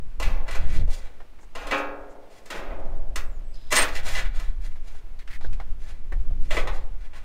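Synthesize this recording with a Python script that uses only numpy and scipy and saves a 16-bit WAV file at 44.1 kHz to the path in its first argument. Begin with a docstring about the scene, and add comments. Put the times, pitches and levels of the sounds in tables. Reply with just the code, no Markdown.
"""Steel roofing sheet manhandled onto a roof

A thin ribbed steel sheet is lifted, swung round, dropped on a roof and pushed into place, outdoors.
Blows excite a random crowd of bending modes plus a few strong ones, more or less damped from blow
to blow. Sliding drives the same modes with friction grains; squeal and whistles are unsteady sines.
Knocks, boots and short rasps are resonant noise; wind and open air are shaped noise."""
import sys
import numpy as np
from scipy import signal
from scipy.fft import rfft, irfft, next_fast_len
from scipy.io import wavfile
from scipy.ndimage import uniform_filter1d, map_coordinates

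SR = 44100
rng = np.random.default_rng(int(sys.argv[2]) if len(sys.argv) > 2 else 0)


def materialize(psi):
    """Save the field psi as 16-bit PCM at rate SR to the path in sys.argv[1].

    A 1-D psi becomes a single channel; in a 2-D psi each row is a channel.
    """
    bounded = np.clip(np.atleast_2d(psi).T, -1, 1)
    quanta = np.round(bounded * 32767).astype(np.int16)
    wavfile.write(sys.argv[1], SR, quanta)


N = 319284
TIME = np.arange(N) / SR  # s

# spectrum of the sheet's crowd of weaker modes: pitch_hz, relative density_db (dB per Hz)
STEEL_SPECTRUM = [(50, -18), (130, -12), (280, -3.5), (550, 1), (1200, 1), (2500, -4), (3700, -9),
                  (4800, -12.5), (6500, -14), (10000, -23.5), (15500, -29.5)]


def amp(db):
    """Turns decibels into a gain."""
    return 10 ** (np.asarray(db) / 20)


def unit(x):
    """Scales to rms 1."""
    return x / np.sqrt(np.mean(x ** 2) + 1e-20)


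def read(points, hz):
    """Reads a table on a log-frequency axis."""
    f, value = np.transpose(points)
    return np.interp(np.log(hz + .1), np.log(f), value)


def follow(rows):
    """Gives a curve's columns at every sample, then a gate that is open while it lasts."""
    s, *columns = np.transpose(rows)
    gate = np.clip(np.minimum(TIME - s[0], s[-1] - TIME) / 0.02 + 1, 0, 1)  # 20 ms fades outside the curve
    return [np.interp(TIME, s, column) for column in columns] + [gate]


def add(mix, start_s, sound):
    """Mixes a sound in at its start time, cut at the end of the scene."""
    part = mix[round(start_s * SR):][:len(sound)]
    part += sound[:len(part)]


def colour(x, spectrum):
    """Filters x by a spectrum table, at rms 1."""
    size = next_fast_len(len(x))
    gain = amp(read(spectrum, np.fft.rfftfreq(size, 1 / SR)))
    return unit(irfft(rfft(x, size) * gain, size)[:len(x)])


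def drift(rate_hz):
    """Smooth random wander of rms 1, with little movement faster than about rate_hz."""
    size = next_fast_len(N)
    fade = np.exp(-(np.fft.rfftfreq(size, 1 / SR) / rate_hz) ** 2)
    return unit(irfft(rfft(rng.standard_normal(size)) * fade, size)[:N])


def steady(x):
    """Evens out the chance swells of a low noise."""
    power = uniform_filter1d(uniform_filter1d(x ** 2, SR // 8), SR // 16)
    return x / np.sqrt(power + .05)


def contacts(size, per_s, spread_db):
    """Tiny random impacts of uneven strength and either sign."""
    strength = amp(spread_db * np.minimum(rng.exponential(1, size), 4))
    sizes = strength * rng.choice([-1., 1.], size)
    return sizes * (rng.random(size) < per_s / SR)


def resonate(x, hz, sharpness):
    """Passes x through one resonance, at rms 1."""
    b, a = signal.iirpeak(hz, max(sharpness, 1), SR)
    return unit(signal.lfilter(b, a, x))


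def tone(rows, jitter, jitter_hz, flutter_db):
    """An unsteady sine on a pitch and level curve; its pitch and level wander separately."""
    hz, db, gate = follow(rows)
    turns = np.cumsum(hz * (1 + jitter * drift(jitter_hz))) / SR
    level = gate * amp(db + flutter_db * drift(jitter_hz))
    return level * np.sqrt(2) * np.sin(2 * np.pi * turns)


def wind(eddy_db=6.5, buffet_db=-18, lump_db=1.6, levelling=0.79, buffet_growth=0.77):
    """Eddies push on the microphone in uneven lumps; strong wind breaks into finer buffeting."""
    # strength of the wind: time_s, strength_db
    gusts = [(0.0, -22.5), (0.13, -38.5), (0.28, -13.5), (0.47, -30.5), (0.6, -17.5), (0.83, -15.5),
             (0.97, -30.5), (1.3, -43.5), (1.68, -36), (2.35, -52), (2.8, -23.5), (3.25, -27),
             (3.45, -33.5), (4.1, -23.5), (5.27, -36), (5.45, -20.5), (5.9, -34), (6.3, -20), (6.7, -21.5),
             (7.24, -38.5)]
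    # slow eddies: pitch_hz, relative density_db (dB per Hz)
    eddy_spectrum = [(1.5, -43), (5, 13), (15, 1.5), (24, -5), (41, -12), (70, -44.5), (140, -43),
                     (300, -78.5), (900, -100)]
    # finer buffeting of strong gusts: pitch_hz, relative density_db (dB per Hz)
    buffet_spectrum = [(30, -21), (60, 7.5), (100, -8.5), (160, -14), (300, -22), (800, -42), (3000, -73)]
    breakup_db = -20  # above this strength the eddies level off and the buffeting grows
    strength_db, _ = follow(gusts)
    excess_db = np.maximum(strength_db - breakup_db, 0)
    eddies = steady(colour(rng.standard_normal(N), eddy_spectrum))
    buffet = steady(colour(rng.standard_normal(N), buffet_spectrum))
    flow = amp(eddy_db - levelling * excess_db) * eddies
    flow += amp(buffet_db + buffet_growth * excess_db) * buffet
    return amp(strength_db + lump_db * drift(rate_hz=12)) * flow


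def open_air(level_db=-59.0, waver_db=0.8):
    """Outdoor background: shaped noise whose level wavers slightly."""
    # spectrum of the air: pitch_hz, relative density_db (dB per Hz)
    air_spectrum = [(40, -2.5), (150, 3.5), (400, 2.5), (1000, -3), (2500, -8), (4000, -14.5), (8000, -21),
                    (15000, -26.5)]
    air = colour(rng.standard_normal(N), air_spectrum)
    return amp(level_db) * air * amp(waver_db * drift(rate_hz=8.6))


def sheet_modes(modes_per_hz=.11, uneven_db=2.5):
    """Short-time spectra of the sheet's crowd of modes, all sounding without loss."""
    hz = np.fft.rfftfreq(2 * SR, 1 / SR)
    place = np.arange(len(hz)) * modes_per_hz / 2
    spacing = np.cumsum(rng.uniform(.3, 1.7, len(hz)))
    # a plate's modes lie about evenly in frequency
    present = np.diff(np.searchsorted(spacing, place), prepend=0)
    strength = amp(uneven_db * rng.standard_normal(len(hz)))
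    lines = present * strength * np.exp(2j * np.pi * rng.random(len(hz)))
    endless = colour(irfft(lines), STEEL_SPECTRUM)[:SR * 3 // 2]
    return signal.stft(endless, SR, nperseg=512)


def damped(t60, ring, evenness=0.26):
    """Scales decay times: ring above 1 lengthens, below 1 shortens, most for the longest-ringing modes."""
    return t60 * ring ** (t60 ** evenness)


def sheet_ring(crowd, ring, flash_db=-1, flash_s=0.029, crack_db=2, crack_s=0.0035):
    """The crowd's answer to one tap, each pitch dying at its own damped rate."""
    # decay of the crowd at ring 1: pitch_hz, t60_s
    crowd_decay = [(150, 1.4), (530, 2.27), (1300, 0.93), (1900, 0.82), (2800, 0.51), (5000, 0.5),
                   (9000, 0.36), (15000, 0.84)]
    hz, t, z = crowd
    t60 = damped(read(crowd_decay, hz), ring)
    out = signal.istft(z * amp(-60 * t / t60[:, None]), SR, nperseg=512)[1]
    out = out[:int(min(ring, 2) * 2 * SR)]
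    age = np.arange(len(out)) / SR
    # a crack at the point of contact, then loud until the waves have spread over the whole panel
    crack = amp(crack_db) * np.exp(-age / crack_s)
    flash = amp(flash_db) * np.exp(-age / flash_s)
    return out * (1 + crack + flash)


def boom(t, ring):
    """The sheet's strongest bending modes as decaying sines of random phase."""
    # strong modes at ring 1: pitch_hz, relative level_db, t60_s
    strong_modes = [(290, -4, 1.3), (409, -11, 2.7), (540, 3, 1.35), (563, -7, 1.5), (636, -14, 1.4),
                    (685, -9, 1.4), (727, -12, 2.2), (818, 2, .85), (862, -5, 1.1), (935, -8, 1.3),
                    (1082, 0, .95), (1249, 0, .9), (1349, -2, 1.0), (1439, -3, 1.0), (1519, -6, .8),
                    (1645, -2, .85), (1743, -9, .7), (1940, -6, .6), (2177, -9, .65), (2320, -2, .65),
                    (2380, -3, .55), (2529, -1, .55), (2692, -1, .6), (3280, -10, .5), (3760, -10, .5),
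                    (4700, -14, .5), (6245, -14, .4), (6369, -13, .4), (6626, -14, .4)]
    out = 0
    for hz, db, t60 in strong_modes:
        decay = amp(db - 60 * t / damped(t60, ring))
        out = out + decay * np.sin(2 * np.pi * (hz * t + rng.random()))
    return out


def blows(crowd, level_db=-3, strong_db=-10.5, chatter_per_s=900, first_share=0.31):
    """Each blow is a first contact and a short chatter of the loose edge; its push swells the strong modes."""
    # blows on the sheet, and at 4.15 s a long bright rattle of the edge within the scrape: start_s, relative
    # level_db, extra bass_db, extra treble_db, relative boom_db of the strong modes, chatter_s (decay time,
    # held to at least 1 ms)
    blow_table = [(0.199, -36, 3.5, 3, -7.5, 0.0083), (0.222, -29.5, -42, -5.5, -8, 0.0097),
                  (0.479, -37, 1, -3.5, -6, 0.0037), (0.509, -39.5, -7, 4.5, -12, 0.0043),
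                  (0.55, -40, -2.5, 4.5, 8, 0.0048), (0.874, -57, 14.5, 2, -1, 0.0033),
                  (1.551, -37, 0, -2.5, -2.5, 0.006), (1.608, -44, 3, -4, 8, 0.046),
                  (1.669, -40, 2, 1.5, -4, 0.0044), (1.709, -25, -6, -9.5, 5, 0.033),
                  (1.720, -29.5, 2.5, -16, 10.5, 0.0062), (1.775, -47.5, -1, 8.5, -15, 0.011),
                  (2.456, -51, -3, 7, -17, 0.0024), (2.502, -33, -6, -1.5, 0.5, 0.0076),
                  (2.535, -41.5, 10, -12, -3, 0.14), (2.705, -48, 9.5, -37, -3.5, 0.0067),
                  (3.158, -31.5, -8.5, 6, 0, 0.00086), (3.706, -32, -9.5, 3, -14.5, .006),
                  (3.719, -18.5, -4, 3.5, -12.5, 0.007), (3.753, -17, -10, 6.5, -15.5, 0.015),
                  (3.772, -15.5, -9, -3, -2, 0.042), (3.815, -28.5, -1, 7, -1, 0.011),
                  (3.952, -29.5, -37, -2.5, -20, 0.01), (4.15, -25.5, -23, -4.5, -3, 0.031),
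                  (4.398, -39.5, -2, 0.5, -16, .001), (6.507, -28, -5, -7, -9, 0.0052),
                  (6.544, -38, 4.5, 1, -13, 0.0044), (6.568, -25, -1, -17, -16, 0.0043),
                  (6.673, -32.5, 1, -8.5, -16, 0.0034), (7.132, -50, -3.5, -20, 3, 0.0098)]
    # how freely the sheet rings, above 1 longer, below 1 shorter and more damped: time_s, freedom (ratio)
    freedom = [(0.22, 1.03), (0.5, 0.26), (1.6, 1.55), (1.75, 0.5), (2.7, 1.18), (3.16, 0.44), (3.9, 0.32),
               (6.55, 0.4), (6.7, 0.44)]
    out, t = np.zeros(N), np.arange(SR // 5) / SR
    for s, db, bass_db, treble_db, boom_db, chatter_s in blow_table:
        chatter_s = max(chatter_s, .001)
        ring = max(np.interp(s, *np.transpose(freedom)), .05)
        force = contacts(len(t), chatter_per_s, spread_db=5.5) * np.exp(-t / chatter_s)
        force /= np.linalg.norm(force) + 1e-9
        force[0] += first_share
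        sound = signal.fftconvolve(force / np.linalg.norm(force), sheet_ring(crowd, ring))
        age = np.arange(len(sound)) / SR
        swell = 1 - np.exp(-2 * age / chatter_s)
        sound += amp(strong_db + boom_db) * boom(age, ring) * swell
        size = next_fast_len(len(sound))
        balance = [(700, bass_db), (1700, 0.0065), (3000, 0), (7000, treble_db)]  # Hz, dB
        hardness_db = read(balance, np.fft.rfftfreq(size, 1 / SR))
        fade = np.minimum(np.linspace(2, 0, size), 1)  # the second half fades smoothly to silence
        add(out, s, fade * irfft(rfft(sound, size) * amp(level_db + db + hardness_db), size))
    return out


def stroke(start_s, length_s, t60_s):
    """Envelope of one push: rise, easing hold, release."""
    rise_s, ease_db_per_s = 0.061, 11
    age = np.maximum(TIME - start_s, 0)
    fall_db = ease_db_per_s * age + 60 * np.maximum(age - length_s, 0) / t60_s
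    return np.minimum(age / rise_s, 1) * amp(-fall_db)


def slides(crowd, grind_db=-2, bite_db=1.5, stick_db=3.0, strong_db=-7, ring=0.35):
    """The edge catches and slips over timber and steel: grains that hiss and drive the panel."""
    # strokes of the edge: start_s, length_s, relative pressure_db on the panel, relative bite_db of the edge
    strokes = [(0.455, 0.3, -39.5, -55), (0.682, 0.08, -51, -51.5), (0.877, 0.065, -49.5, -43),
               (1.0, 0.07, -49.5, -62.5), (2.284, .11, -63, -63), (2.528, 0.046, -43, -51),
               (3.907, 0.046, -35, -43), (4.025, 0.16, -38, -41), (4.135, 0.045, -32.5, -58),
               (4.325, 0.11, -47.5, -54), (4.6, 0.052, -52, -54), (4.82, 0.15, -62, -64.5),
               (5.783, 0.035, -56, -56), (5.851, 0.044, -51, -54.5), (6.395, 0.093, -57, -59),
               (6.496, 0.094, -36, -45.5), (6.697, 0.078, -50.5, -56.5), (6.971, 0.071, -54, -64),
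               (7.129, 0.041, -46.5, -54)]
    # the panel's voice under friction: pitch_hz, relative density_db (dB per Hz)
    grind_spectrum = [(100, 2), (300, -16.5), (700, 0.5), (1100, -3), (1700, 5), (2700, -6), (4000, -8.5),
                      (6000, -41), (12000, -55)]
    # the hiss of the edge itself: pitch_hz, relative density_db (dB per Hz)
    bite_spectrum = [(1500, -4), (3500, 3), (6000, 4), (8000, -0.5), (11000, -7), (15500, -13)]
    panel_t60_s, edge_t60_s = 0.43, 0.25  # the panel outlasts the hiss of the edge
    pressure = sum(amp(db) * stroke(s, length, panel_t60_s) for s, length, db, _ in strokes)
    bite = sum(amp(db) * stroke(s, length, edge_t60_s) for s, length, _, db in strokes)
    grains = contacts(N, per_s=1600, spread_db=0.5) * amp(stick_db * drift(rate_hz=33))
    tap = sheet_ring(crowd, ring)
    tap = tap + amp(strong_db) * boom(np.arange(len(tap)) / SR, ring)
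    panel = signal.oaconvolve(grains, tap)[:N]
    # the inverse spectrum keeps the resonances; friction sets the broad colour
    panel = colour(panel, [(hz, -db) for hz, db in STEEL_SPECTRUM])
    grind = colour(panel + .5 * unit(grains), grind_spectrum)
    hiss = colour(2.0 * panel + unit(grains), bite_spectrum)
    return amp(grind_db) * pressure * grind + amp(bite_db) * bite * hiss


def flex(x):
    """Bending stiffens and slackens the sheet, so all its modes waver slightly, as a moving delay."""
    lag = np.cumsum(.0012 * drift(rate_hz=5))  # samples
    lag -= uniform_filter1d(lag, SR // 2)
    return map_coordinates(x, [np.arange(N) + lag], order=3)


def rasps(sharpness=4.6, dry_db=-7):
    """Short rasps: brief strokes of grainy friction, each with one resonance."""
    # rasps: start_s, length_s, level_db of the resonance, pitch_hz
    rasp_table = [(0.752, 0.088, -58, 3730), (1.389, 0.078, -67.5, 6900), (2.085, 0.062, -71.5, 6900),
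                  (3.523, 0.24, -63.5, 3730), (3.53, 0.051, -60.5, 4670), (5.186, 0.058, -58.5, 2150),
                  (5.28, 0.11, -48.5, 1940), (5.298, 0.071, -63, 4350), (5.413, 0.076, -58, 3930)]
    out = np.zeros(N)
    for s, length, db, hz in rasp_table:
        grains = contacts(SR // 2, per_s=1800, spread_db=-1.5)[:int(length * SR)]
        rasp = resonate(grains, hz, sharpness)
        rasp += amp(dry_db) * colour(grains, [(300, -8), (hz, 0), (15000, -18)])
        add(out, s, amp(db) * rasp * signal.windows.tukey(len(rasp), .7))
    return out


def timber(t, tilt, hz, ring_db=-3, sharpness=9, t60_s=0.1):
    """A dead knock on wood: decaying noise with one resonance, tilted in dB per octave about 1 kHz."""
    # timber's response: pitch_hz, relative density_db (dB per Hz)
    timber_spectrum = [(80, -13), (250, 10), (450, 10.5), (680, 12.5), (1100, 4), (1800, 0.5),
                       (2600, -15.5), (4500, -24.5), (9000, -47), (15000, -62.5)]
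    tilted = [(f, db + tilt * np.log2(f / 1000)) for f, db in timber_spectrum]
    wood = colour(rng.standard_normal(len(t)), tilted)
    wood += amp(ring_db) * resonate(rng.standard_normal(len(t)), hz, sharpness)
    return amp(-60 * t / t60_s) * wood


def knocks(level_db=-0.5, thud_hz=71, thud_t60=0.27, rise_s=0.00093):
    """Light knocks on the frame, and dull ones with the low thud of the rafter under a boot."""
    # tools and knuckles on the frame: start_s, relative level_db, brightness (dB per octave), pitch_hz
    frame_knocks = [(1.202, -42.5, 4.5, 700), (1.33, -55, -10, 596), (1.387, -52.5, 8, 880),
                    (1.43, -51, 3, 870), (2.152, -47, -5, 900), (4.757, -51.5, 10, 2235),
                    (4.945, -51, 4, 1600), (5.19, -49, 11.5, 4100), (5.275, -45, 10.5, 2730),
                    (5.409, -44.5, 8.5, 876), (5.444, -39.5, -3, 1520), (5.528, -46.5, 12.5, 2450),
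                    (5.599, -37, 5, 695), (6.121, -35.5, -0.5, 1760), (6.164, -49, -8.5, 650)]
    # boots coming down on the rafters: start_s, relative level_db, thud_db
    boot_steps = [(0.806, -44, -19.5), (2.793, -41, -36), (2.852, -40, -42), (6.308, -42, -26.5)]
    boot_tilt, boot_hz = -9.5, 643  # a sole is dull (dB per octave) and sounds the rafter's resonance
    out, t = np.zeros(N), np.arange(SR // 3) / SR
    rise = 1 - np.exp(-t / rise_s)
    thud = amp(-60 * t / thud_t60) * np.sin(2 * np.pi * thud_hz * t)
    for s, db, tilt, hz in frame_knocks:
        add(out, s, rise * amp(level_db + db) * timber(t, tilt, hz))
    for s, db, thud_db in boot_steps:
        step = amp(level_db + db) * timber(t, boot_tilt, boot_hz)
        add(out, s, rise * (step + amp(thud_db) * thud))
    return out


def whistles():
    """Faint high whistles: unsteady gliding sines."""
    # one curve per whistle: time_s, pitch_hz, level_db
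    whistle_curves = [
        [(3.23, 8800, -77), (3.36, 6800, -70), (3.39, 6650, -77)],
        [(3.45, 7950, -77), (3.54, 7900, -72)],
        [(3.53, 5020, -70), (3.7, 5000, -66)],
    ]
    return sum(tone(rows, jitter=.011, jitter_hz=200, flutter_db=3.5) for rows in whistle_curves)


def squeal():
    """The dragged edge squeals: one high sine, roughened by fast jitter."""
    # squeal curve: time_s, pitch_hz, level_db
    squeal_curve = [(3.745, 8600, -41), (3.76, 8400, -35), (3.775, 8480, -28), (3.795, 8660, -19),
                    (3.81, 8590, -31.5), (3.832, 8660, -31), (3.855, 8600, -52.5)]
    return tone(squeal_curve, jitter=0.014, jitter_hz=262, flutter_db=4)


def scene():
    """Sums all the sources; blows and slides share one sheet and its flexing."""
    crowd = sheet_modes()
    sheet = flex(blows(crowd) + slides(crowd)) + squeal()
    return (wind() + open_air() + sheet + rasps() + knocks() + whistles())[None]


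def record(dry):
    """The recorder's band limit: a steep low-pass."""
    edge_hz = 15750
    lowpass = signal.firwin(511, edge_hz, window=("kaiser", 8), fs=SR)
    return signal.oaconvolve(dry, lowpass[None], "same")


dry = scene()
out = record(dry)
materialize(out)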